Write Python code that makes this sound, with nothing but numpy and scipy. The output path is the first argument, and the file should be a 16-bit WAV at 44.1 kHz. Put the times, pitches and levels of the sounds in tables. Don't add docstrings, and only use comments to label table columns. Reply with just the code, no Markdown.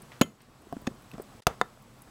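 import sys
import numpy as np
from scipy import signal
from scipy.fft import rfft, irfft
from scipy.io import wavfile
from scipy.ndimage import uniform_filter1d

SR = 44100
rng = np.random.default_rng(int(sys.argv[2]) if len(sys.argv) > 2 else 0)


def linear_from_db(decibels):
    return 10 ** (np.asarray(decibels, float) / 20)


def unload_wav(signal):
    wavfile.write(
        sys.argv[1],
        SR,
        np.round(np.clip(np.atleast_2d(signal).T, -1, 1) * 32767).astype(np.int16),
    )


N = 92610
T = np.arange(N) / SR


def evened(x):
    return x / np.sqrt(np.mean(x ** 2) + 1e-20)


def read(points, hz):
    f, value = np.transpose(points)
    return np.interp(np.log(hz + 1), np.log(f + 1), value)


def curve(points):
    s, db = np.transpose(points)
    return linear_from_db(np.interp(T, s, db, left=-120, right=-120))


def add(mix, s, sound):
    part = mix[round(s * SR):][:len(sound)]
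    part += sound[:len(part)]


def ring(modes, pitch, size):
    t = np.arange(size) / SR
    return sum(linear_from_db(db - 60 * t / t60) * np.sin(2 * np.pi * hz * pitch * t) for hz, db, t60 in modes)


def band(x, hz, width_hz):
    edges = np.clip([hz - width_hz / 2, hz + width_hz / 2], 50, SR * .45)
    return evened(signal.sosfilt(signal.butter(2, edges, "band", fs=SR, output="sos"), x))


def high_pass(x, hz):
    return signal.sosfilt(signal.butter(2, hz, "high", fs=SR, output="sos"), x)


def strike(modes, db, contact_ms, pitch):
    u = np.arange(400) / (contact_ms * SR / 1000)
    push = u * np.exp(-u * 3)
    return -linear_from_db(db) * np.convolve(ring(modes, pitch, size=5000), push / push.sum())


def blows():
    # (time [s], shelf level [dB], case level [dB], contact [ms], pitch [ratio])
    knocks = [(0.2118, -30, -26.5, 0.25, 0.94), (0.2127, -1.5, -48, 1.24, 1.054),
              (.2146, -44, -19.5, 0.26, 0.92), (.217, -52, -23, 0.13, 1.03), (.4065, -65, -54, 0.26, 1.35),
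              (.82, -32.5, -64, 1.5, .7), (0.913, -35, -49, 1, 0.79), (1.134, -37, -58, 1.2, 0.98),
              (1.141, -25, -32, 1.8, 0.87), (1.153, -44, -49, 0.48, 1.2), (1.1809, -32.5, -40, 0.88, 1.06),
              (1.301, -37.5, -65, 2.9, 0.69), (2.076, -48, -49, 0.52, 1.4)]
    # (frequency [Hz], level [dB], t60 [s])
    shelf_modes = [(174, -12, 0.07), (237.6, 2.5, 0.033), (429, 1, 0.012), (542, -25, 0.026)]
    # (frequency [Hz], level [dB], t60 [s])
    case_modes = [(700, -1.5, 0.038), (1000, -14, 0.014), (1265, 9.5, 0.008), (1657, 1.5, 0.019),
                  (2170, -1, 0.0089), (2510, 2, 0.025), (3880, -0.5, 0.026), (5100, -21, 0.01)]
    # (time [s], level [dB], contact [ms], direction [+-1])
    give = [
        (1.4687, -7, 0.064, -1),
        (1.4716, -30, 0.23, -1),
    ]
    # (time [s], level [dB], contact [ms], direction [+-1])
    settle = [
        (1.6133, -25.5, 0.45, -1),
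        (1.6139, -13, 0.09, 1),
        (1.6171, -29.5, 0.12, -1),
    ]
    # (frequency [Hz], level [dB], t60 [s])
    give_modes = [(58.5, -24, 0.061), (186, -8, 0.023), (500, -20.5, 0.046), (790, -18, 0.027),
                  (1110, -10, 0.0071), (1410, 0.5, 0.0092), (1770, -13.5, 0.014), (2230, -13.5, 0.015),
                  (2870, -6, 0.0085), (3670, -6.5, 0.0066), (5220, -5, 0.0068)]
    # (frequency [Hz], level [dB], t60 [s])
    settle_modes = [(223, -18, 0.073), (538, -10.5, 0.037), (788, -12.5, 0.044), (1082, -9, 0.033),
                    (1396, 8.5, 0.0064), (1866, -1.5, 0.011), (2156, -15, 0.027), (2750, -18, 0.013),
                    (3200, -23, 0.022), (3840, -7.5, 0.018), (4770, -16, 0.01), (7240, -8, 0.0099)]

    out, deep = np.zeros(N), np.zeros(N)
    for s, shelf_db, case_db, contact_ms, pitch in knocks:
        shelf = strike(shelf_modes, shelf_db, contact_ms, pitch)
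        case = strike(case_modes, case_db, contact_ms, pitch)
        add(out, s, shelf + case)
    for presses, modes, mix in ((give, give_modes, deep), (settle, settle_modes, out)):
        for s, db, contact_ms, way in presses:
            add(mix, s, -np.sign(way) * strike(modes, db, contact_ms, pitch=0.94))
    return high_pass(out, 238) + high_pass(deep, 49)


def rings():
    # (time [s], frequency [Hz], level [dB], t60 [s], direction [+-1])
    touches = [(.2146, 1120, -17.5, 0.03, 1), (.2146, 1410, -15, 0.019, 1), (.215, 2260, -21.5, 0.023, 1),
               (.2146, 550, -21, 0.045, 1), (.2135, 6700, -25.5, 0.015, 1), (.2185, 3070, -24, .03, 1),
               (.233, 3260, -30, .03, 1), (.726, 277, -25, 0.043, 1), (.7262, 708, -25.5, .04, 1),
               (.727, 560, -34, .03, -1), (.7265, 1120, -34, .018, 1), (.7265, 174, -36, 0.12, 1),
               (.727, 410, -29.5, 0.033, -1), (.7265, 1650, -41.5, .014, 1), (0.67, 370, -37, 0.023, 1),
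               (.7668, 260, -24, 0.032, 1), (.768, 1430, -39, .012, 1), (.768, 900, -38, 0.01, 1),
               (.8695, 1200, -23.5, 0.0096, 1), (.8705, 2635, -30, .024, 1), (.8698, 3730, -34, 0.023, 1),
               (.87, 5600, -39, .016, 1), (.8737, 1820, -22, 0.0084, 1), (.8737, 3120, -38.5, .013, 1),
               (.8747, 255, -14.5, 0.035, -1), (.8745, 360, -26.5, 0.036, -1), (.8715, 6765, -38, .03, 1),
               (.8737, 550, -25, 0.035, 1), (.8737, 780, -27, 0.028, 1), (1.1148, 2680, -40.5, 0.018, 1),
               (1.1815, 1280, -41, 0.013, 1), (1.182, 710, -38, 0.034, 1), (1.1983, 422, -23.5, 0.023, -1),
               (1.2, 610, -38, 0.02, 1), (1.1983, 1340, -42.5, 0.017, 1), (1.472, 706, -12, 0.024, 1),
               (1.474, 376, -28.5, 0.049, 1), (1.4688, 6300, -21.5, 0.013, 1), (1.774, 650, -44.5, .02, 1),
               (1.774, 1330, -50, .015, 1)]
    rise_cycles = 0.18
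    out, t = np.zeros(N), np.arange(4000) / SR
    for s, hz, db, t60, way in touches:
        rise = 1 - np.exp(-t * hz / rise_cycles)
        add(out, s, np.sign(way) * ring([(hz, db, t60)], 0.97, size=4000) * rise)
    return out


def cracks():
    # (time [s], level [dB], t60 [s], centre [Hz], width [Hz])
    bursts = [(1.2185, -48, .025, 8200, 700), (1.989, -59, .014, 12000, 4000),
              (1.797, -62, .014, 14000, 3500), (1.476, -33, .12, 560, 300), (.194, -56, 0.011, 13500, 4000),
              (.2122, -19, 0.029, 2700, 4000), (0.2147, -18.5, 0.0098, 11500, 8950),
              (0.2143, -29, 0.017, 2980, 3000), (0.2335, -48, 0.016, 12500, 6000),
              (.2147, -27, .012, 8100, 1200), (.218, -29, 0.064, 540, 400), (0.404, -62, 0.3, 2780, 3480),
              (.7257, -46, 0.014, 9300, 11500), (0.7262, -58, 0.013, 3650, 600),
              (0.769, -53, 0.0085, 4030, 6000), (0.8692, -40.5, 0.021, 6750, 8460),
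              (0.8731, -37, 0.015, 4200, 5000), (0.8713, -41, 0.017, 4240, 1600),
              (1.116, -49, 0.012, 3500, 3000), (1.1145, -47, .012, 11800, 900),
              (1.132, -56, .01, 12100, 1500), (1.133, -48, 0.084, 550, 700), (1.148, -48, 0.06, 597, 900),
              (1.183, -46, .05, 500, 800), (1.136, -51.5, 0.055, 2520, 2960),
              (1.18, -51, 0.013, 4200, 6500), (1.199, -39.5, 0.077, 500, 500),
              (1.4685, -17.5, 0.013, 6400, 12900), (1.4706, -28.5, 0.025, 4000, 4500),
              (1.4706, -35, .025, 11000, 8000), (1.474, -50, .15, 2960, 3500),
              (1.478, -37, 0.25, 590, 1000), (1.6132, -25.5, 0.0063, 4670, 5100),
              (1.6166, -39.5, 0.012, 8700, 12400)]
    out, t = np.zeros(N), np.arange(3000) / SR
    noise = rng.standard_normal((40, 3000))
    attack = np.minimum(t / 0.00016, 1)
    for (s, db, t60, hz, width_hz), z in zip(bursts, noise):
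        add(out, s, band(z, hz, width_hz) * linear_from_db(db - 60 * t / t60) * attack)
    return out


def cover():
    # (time [s], level [dB])
    pings = [
        (.1252, -69),
        (.1312, -69),
        (.2146, -20),
        (.2338, -36.5),
        (.8701, -58),
    ]
    mode_hz = [2075, 2940, 3047, 3147, 6786, 6792, 8145, 10551, 12010, 14880]
    # (level [dB], t60 [s])
    mode_decay = [(-23, .16), (-6, .02), (-19, .12), (-4, .04), (-1, .042), (-27, .27), (-32, .12),
                  (-34, .23), (-40, .12), (-35, .1)]
    out = np.zeros(N)
    modes = [(hz, *mode) for hz, mode in zip(mode_hz, mode_decay)]
    for s, db in pings:
        add(out, s, linear_from_db(db) * ring(modes, 1, size=18000))
    return out


def escapement():
    # (time [s], level [dB], ring against the fizz [dB])
    ticks = [
        (.0193, -51, 4),
        (.4173, -58, 0),
        (.6181, -63, 0),
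        (.8154, -56, -1),
        (1.0205, -59, -2),
        (1.2185, -49.5, 0),
        (1.8214, -59, -1),
        (2.0187, -48.5, -2),
    ]
    # (delay [s], level [dB])
    steps = [
        (0, -2),
        (.0012, 0),
        (.003, -3),
        (.0052, -6),
    ]
    pallet_hz = [8940, 8500, 9070, 15100, 9000, 14550, 14900, 10700]
    fizz_t60_s, pallet_t60_s = .013, .016
    out, t = np.zeros(N), np.arange(1000) / SR
    fizz = rng.standard_normal((12, 4, 1000))
    for k, (s, db, ring_db) in enumerate(ticks):
        pallet = ring([(pallet_hz[k], ring_db, pallet_t60_s)], 1, size=1000)
        for j, (later, step_db) in enumerate(steps):
            hiss = band(fizz[k, j], 11600, 8400) + .16 * band(fizz[k, j], 5000, 5000)
            add(out, s + later, linear_from_db(db + step_db) * (pallet + linear_from_db(-60 * t / fizz_t60_s) * hiss))
    return out


def rub():
    # (time [s], level [dB])
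    slide = [
        (.10, -84),
        (.12, -50),
        (.135, -52.5),
        (.16, -59),
        (.2, -74),
    ]
    grit_db = 6.5 * np.minimum(rng.exponential(1, N), 4)
    grit = rng.standard_normal(N) * linear_from_db(grit_db)
    return curve(slide) * band(grit, 1510, 2200)


def room(x):
    # (frequency [Hz], t60 [s])
    decay = [(100, 0.27), (500, 0.26), (2000, 0.22), (6000, 0.26), (15000, 0.28)]
    taps, at = np.zeros(SR // 2), np.arange(150, SR // 2 - 20, 20)
    taps[at + rng.integers(0, 20, len(at))] = rng.choice([-1., 1.], len(at))
    hz, t, z = signal.stft(taps, SR, nperseg=256)
    tilt_db = -1.5 * np.log2((hz + 100) / 1000)
    fade_db = tilt_db[:, None] - 60 * t / read(decay, hz)[:, None]
    tail = signal.istft(z * linear_from_db(fade_db), SR, nperseg=256)[1]
    return signal.fftconvolve(x, tail / np.linalg.norm(tail))[:N]


def hush():
    # (frequency [Hz], level [dB])
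    air_spectrum = [(15, -47), (30, -2.5), (80, -10), (135, -8), (465, -14), (1110, -16), (2000, -24.5),
                    (7730, -31.5), (15800, -38.5)]
    # (centre [Hz], width [Hz], level [dB])
    steady_lines = [(124.9, 22.5, -60), (222, 51, -64), (1117, 110, -69.5), (7900, 160, -76)]
    # (time [s], gain [dB])
    riding = [(0, -0.5), (.2, 0), (.25, -7.5), (.4, -7.5), (.65, -3.5), (.75, -1), (1.0, -1.5), (1.4, 0),
              (1.6, -1.6), (1.8, -4), (2.1, -1.5)]
    frames, hz = N // 128 + 5, np.fft.rfftfreq(512, 1 / SR)
    a, b, patches = rng.standard_normal((frames, 257, 3)).T
    patches = evened(uniform_filter1d(uniform_filter1d(patches, 10, 0), 12, 1))
    patch_db = read([(300, 1.6), (2000, 1.0), (6000, 0.49)], hz)[:, None] * patches
    air = signal.istft((a + 1j * b) * linear_from_db(patch_db), nperseg=512, noverlap=384)[1][:N]
    fine_hz = np.fft.rfftfreq(N, 1 / SR)
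    air = irfft(rfft(air) * linear_from_db(read(air_spectrum, fine_hz)) * (fine_hz < 15900), N)
    air = linear_from_db(-53.5) * evened(air - air.mean())
    lines = sum(linear_from_db(db) * band(rng.standard_normal(N), f_hz, w_hz) for f_hz, w_hz, db in steady_lines)
    whine = linear_from_db(-77) * np.sin(2 * np.pi * 7870 * T)
    return (air + lines + whine) * curve(riding)


def scene():
    watch = blows() + rings() + cracks() + cover() + escapement() + rub()
    return (watch + linear_from_db(-25.5) * room(watch) + hush())[None]


def top_cut(x):
    return signal.sosfilt(signal.butter(12, 16870, fs=SR, output="sos"), x)


def record(dry):
    # (time [s], level [dB])
    leakage = [
        (1.418, -82),
        (1.4225, -50.5),
        (1.428, -66),
        (1.437, -69),
        (1.44, -90),
    ]
    mute_s, unmute_s, mute_db = 1.4052, 1.4678, -33
    muted = uniform_filter1d(((T > mute_s) & (T < unmute_s)) * 1., size=30)
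    leak = curve(leakage) * band(rng.standard_normal(N), 3500, 6400)
    x = np.tanh(dry * linear_from_db(mute_db * muted) + leak)
    x = signal.sosfilt(signal.butter(16, 16250, fs=SR, output="sos"), x)
    return top_cut(x)


dry = scene()
out = record(dry)
unload_wav(out)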